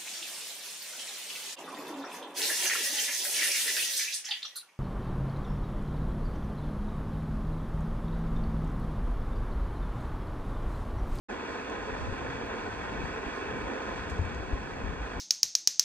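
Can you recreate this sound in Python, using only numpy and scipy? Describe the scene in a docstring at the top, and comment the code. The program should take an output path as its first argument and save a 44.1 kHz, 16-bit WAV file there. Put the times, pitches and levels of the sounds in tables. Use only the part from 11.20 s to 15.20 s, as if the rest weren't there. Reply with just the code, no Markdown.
"""A hand-held gas torch burns steadily at a car's side window in an open scrapyard, about a metre away.
The flame roars as countless tiny pockets of gas collapse, and the gas jet hisses from the nozzle.
Glass and door send both back a few ms later; the wrecks around add a short, weak scatter.
Light wind buffets the microphone over a low rumble, and there are a few faint ticks."""
import sys
import numpy as np
from scipy import signal
from scipy.fft import rfft, irfft
from scipy.io import wavfile
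from scipy.ndimage import uniform_filter1d

SR = 44100
rng = np.random.default_rng(int(sys.argv[2]) if len(sys.argv) > 2 else 0)


def log_audio(samples):
    """Write samples as a 16-bit WAV file to the path given in sys.argv[1]."""
    # one column per channel
    frames = np.atleast_2d(samples).T
    # limit to full scale, then quantise
    limited = np.clip(frames, -1, 1)
    pcm = np.round(limited * 32767).astype(np.int16)
    wavfile.write(sys.argv[1], SR, pcm)


N = 176400
T, HZ = np.arange(N) / SR, np.arange(N // 2 + 1) * SR / N


def undb(db):
    """Decibels to gain."""
    return 10 ** (np.asarray(db) / 20)


def unit(x):
    """Scale to rms 1."""
    return x / np.sqrt(np.mean(x ** 2))


def curve(rows):
    """Gain over time from (s, dB) points."""
    return undb(np.interp(T, *np.array(rows).T))


def colour(x, spectrum):
    """Filter by (Hz, dB) points, then scale to rms 1."""
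    hz, db = np.array(spectrum).T
    gain = undb(np.interp(np.log(HZ + 1), np.log(hz), db))
    return unit(irfft(rfft(x) * gain, N))


def noise(spectrum, channels=1):
    """Independent coloured noises."""
    return colour(rng.standard_normal((channels, N)), spectrum)


def wander(per_s):
    """Random steps, smoothed twice, at rms 1."""
    hold = int(SR / per_s)
    steps = rng.standard_normal(1000)[np.arange(N) // hold]
    return unit(uniform_filter1d(uniform_filter1d(steps, hold), hold))


def pan(db):
    """Stereo gains for a left-over-right level difference."""
    return undb(np.array([[db], [-db]]) / 2)


# Each row: frequency in Hz, relative level in dB.
RUMBLE_SPECTRUM = [(20, 9), (45, 29.5), (70, -10), (110, -2), (200, 14), (600, -45)]
def rumble(level_db=-59.5):
    """Steady low rumble of the yard."""
    return undb(level_db) * noise(RUMBLE_SPECTRUM)


# Each row: frequency in Hz, relative level in dB.
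WIND_SPECTRUM = [(15, -41), (30, -4.5), (50, 5.5), (85, 2), (120, -3.5), (200, -5.5), (400, -13),
                 (1500, -67.5)]
# Each row: time in seconds, level in dB.
BREEZE_LEVELS = [(.1, -51), (.2, -52.5), (.5, -53.5), (.64, -47), (.94, -41), (.98, -46), (1.04, -42),
                 (1.35, -49.5), (1.6, -45.5), (1.85, -40), (1.99, -48.5), (2.2, -54.5), (2.32, -41),
                 (2.44, -42.5), (2.56, -54), (2.76, -46), (2.92, -43.5), (3.2, -42), (3.27, -44.5),
                 (3.38, -42), (3.5, -46.5), (3.68, -41), (3.76, -42), (3.9, -52), (4, -37.5)]
# Each row: start in seconds, rise in seconds, wobble in Hz, level in dB, left over right in dB.
EDDIES = [(.72, .009, 55, -40, 14), (0.808, 0.018, 65, -37.5, -15), (0.879, 0.0075, 97, -35.5, 19),
          (0.923, 0.0025, 65, -27, 4), (1.838, 0.0021, 101, -30.5, 17), (2.062, 0.0094, 55.6, -36, -5),
          (2.908, 0.014, 75, -32.5, 11), (2.99, 0.0068, 78.6, -21.5, 6), (3.014, 0.0047, 86, -27, 9),
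          (3.045, .008, 79, -32, 13), (3.151, 0.02, 64.5, -34, 6), (3.329, 0.0063, 53.5, -21.5, 5.5),
          (3.636, .012, 51.5, -29.5, 12), (3.688, .008, 59.5, -36, 23), (3.803, 0.019, 52.7, -34, -4)]
def wind(spread=0.62, pan_db=4.5):
    """A breeze flutters on the microphone; single eddies suck at a port and leave a short, low wobble."""
    breeze = noise(WIND_SPECTRUM) + spread * noise(WIND_SPECTRUM, channels=2)
    out = breeze * curve(BREEZE_LEVELS) * pan(pan_db)
    for start, rise, hz, db, side_db in EDDIES:
        age = np.maximum(T - start, 0)
        envelope = undb(db) * age / rise * np.exp(1 - age / rise)
        out -= envelope * np.sin(2 * np.pi * hz * age) * pan(side_db)
    return out


# Each row: frequency in Hz, relative level in dB.
TICK_SPECTRUM = [(1500, -31), (4400, 6), (5300, 0.5), (7500, 6), (9500, -7), (11000, -18), (12200, -6),
                 (14500, -16)]
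# Each row: start in seconds, level in dB, decay in seconds, treble shelf in dB.
TICK_EVENTS = [(0.499, -50.5, 0.0029, 1), (.9594, -67, .005, 12), (1.2644, -71, .007, 23),
               (2.897, -48.5, 0.014, -4), (2.967, -51, .004, -10), (2.981, -53, 0.008, -8),
               (3.016, -52, .003, -10), (3.053, -54, .004, -6), (3.146, -49.5, 0.0065, -15)]
def ticks(shelf_hz=9000):
    """Small dry clicks, perhaps a plastic bottle in the hand or grit underfoot."""
    shelf = HZ ** 4 / (HZ ** 4 + shelf_hz ** 4)
    out = 0
    for start, db, decay, treble_db in TICK_EVENTS:
        age = np.maximum(T - start, 0)
        envelope = undb(db) * (T >= start) * np.exp(-age / decay)
        burst = noise(TICK_SPECTRUM, channels=2) * envelope
        out = out + irfft(rfft(burst) * undb(treble_db * shelf), N)
    return out


def yard_scatter(x, level_db=-12, t60_s=0.3):
    """Wrecks and racks scatter the sound into a short, weak tail."""
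    tail = rng.standard_normal((2, N)) * np.exp(-np.log(1000) * T / t60_s)
    return undb(level_db) * signal.fftconvolve(x[None], unit(tail) / np.sqrt(N), axes=1)[:, :N]


def delay(ms):
    """Frequency response of a pure delay."""
    return np.exp(-2j * np.pi * HZ * ms / 1000)


# Echoes per channel. Each row: delay in ms, signed gain.
CAR_ECHOES_LEFT = [(0.22, -0.19), (0.41, -0.18), (0.6, -0.26), (0.72, 0.17), (0.9, -0.36), (1.58, -0.11),
                   (1.81, -0.1), (1.9, -0.21), (2.09, 0.19), (2.22, 0.12), (3.17, 0.13), (3.41, -0.11),
                   (3.87, 0.07), (4.31, 0.18), (4.65, 0.15), (5.5, -0.17), (7.73, 0.08)]
CAR_ECHOES_RIGHT = [(0.16, -0.25), (1.05, -0.5), (1.5, -0.43), (1.85, 0.2), (2.63, 0.16), (3.77, -0.14),
                    (3.95, 0.32), (4.31, -0.16), (4.55, -0.15), (5.04, -0.24), (5.22, -0.11), (5.67, -0.08),
                    (5.97, -0.13), (6.41, -0.12), (9.76, 0.08)]
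def car_side(x, right_lag_ms=0.085, dull_hz=7900):
    """Direct sound plus echoes off window, door and their edges: a hollow comb colour in each channel."""
    lowpass = 1 / (1 + (HZ / dull_hz) ** 2)
    left = 1 + lowpass * sum(gain * delay(ms) for ms, gain in CAR_ECHOES_LEFT)
    right = delay(right_lag_ms) + lowpass * sum(gain * delay(ms) for ms, gain in CAR_ECHOES_RIGHT)
    return irfft(rfft(x) * np.array([left, right]), N) / np.sqrt(2)


# Each row: frequency in Hz, relative level in dB.
JET_SPECTRUM = [(1500, -22), (3100, -16), (3900, 5.5), (4700, 8), (5500, 3.5), (6100, -0.5), (6450, 8),
                (6800, -12.5), (7500, 4.5), (8500, -6), (9100, -8), (9900, -14), (10400, -27), (11000, -27),
                (12000, -15), (15000, -20.5)]
def jet(burn, level_db=-60, flutter_db=1, spread=0.57):
    """Gas hisses from the nozzle: one part straight ahead, two scattered to the sides."""
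    gain = undb(level_db + flutter_db * wander(per_s=21)) * unit(burn)
    hiss = noise(JET_SPECTRUM, channels=3) * gain
    return hiss[0], spread * hiss[1:]


# Each row: frequency in Hz, relative level in dB.
FLAME_SPECTRUM = [(40, -29), (130, -17.5), (230, -4), (330, -5.5), (460, -4.5), (620, -5.5), (850, -4.5),
                  (1050, -6), (1250, -8.5), (1550, -9.5), (1880, -10), (2060, -10), (2280, -15.5),
                  (2550, -14), (2800, -18.5), (3000, -28.5), (3250, -20.5), (3500, -16.5), (3900, -33.5),
                  (4600, -35.5), (6400, -31), (9000, -49), (12000, -79)]
def flame(burn, pops_per_s=2200, scatter_db=1.5, body_hz=553, surge_db=1.43, flutter_db=0.33):
    """Each burnt-out gas pocket gives a short pressure dip; together they roar, and the low body surges."""
    pops = (rng.random(N) < pops_per_s / SR) * undb(scatter_db * rng.standard_normal(N))
    smooth_noise = 0.23 * rng.standard_normal(N)
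    roar = colour(smooth_noise - unit(pops - pops.mean()), FLAME_SPECTRUM)
    body = irfft(rfft(roar) / (1 + (HZ / body_hz) ** 4), N)
    top = roar - body
    surge = undb(surge_db * wander(per_s=20))
    flutter = undb(flutter_db * wander(per_s=21))
    return (top + body * surge) * burn * flutter


# Each row: time in seconds, flame level in dB.
BURN_LEVELS = [(.1, -37), (.8, -37), (1.7, -36.5), (2.3, -36.5), (2.75, -36), (2.95, -37.5), (3.2, -39),
               (3.45, -39), (3.7, -38.5), (4, -39)]
def torch():
    """Flame and jet, aimed at the glass, follow one burn strength and echo off the car and the yard."""
    burn = curve(BURN_LEVELS)
    roar = flame(burn)
    hiss_ahead, hiss_sides = jet(burn)
    ahead = roar + hiss_ahead
    return car_side(ahead) + hiss_sides + yard_scatter(ahead)


def scene():
    """The torch over wind, rumble and ticks."""
    return torch() + wind() + rumble() + ticks()


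# Right microphone response. Each row: frequency in Hz, gain in dB.
RIGHT_RESPONSE = [(10000, 1.5), (12000, -10)]
def record(dry, start_s=0.085, fade_s=0.014, cutoff_hz=15300):
    """The microphones open after a brief silence, duller on the right, with the highest treble cut."""
    right_gain = undb(np.interp(HZ, *np.array(RIGHT_RESPONSE).T))
    ports = np.array([dry[0], irfft(rfft(dry[1]) * right_gain, N)])
    fade_in = np.clip((T - start_s) / fade_s, 0, 1)
    lowpass = signal.ellip(8, 0.2, 70, cutoff_hz, fs=SR, output="sos")
    return signal.sosfilt(lowpass, ports * fade_in)


dry = scene()
out = record(dry)
log_audio(out)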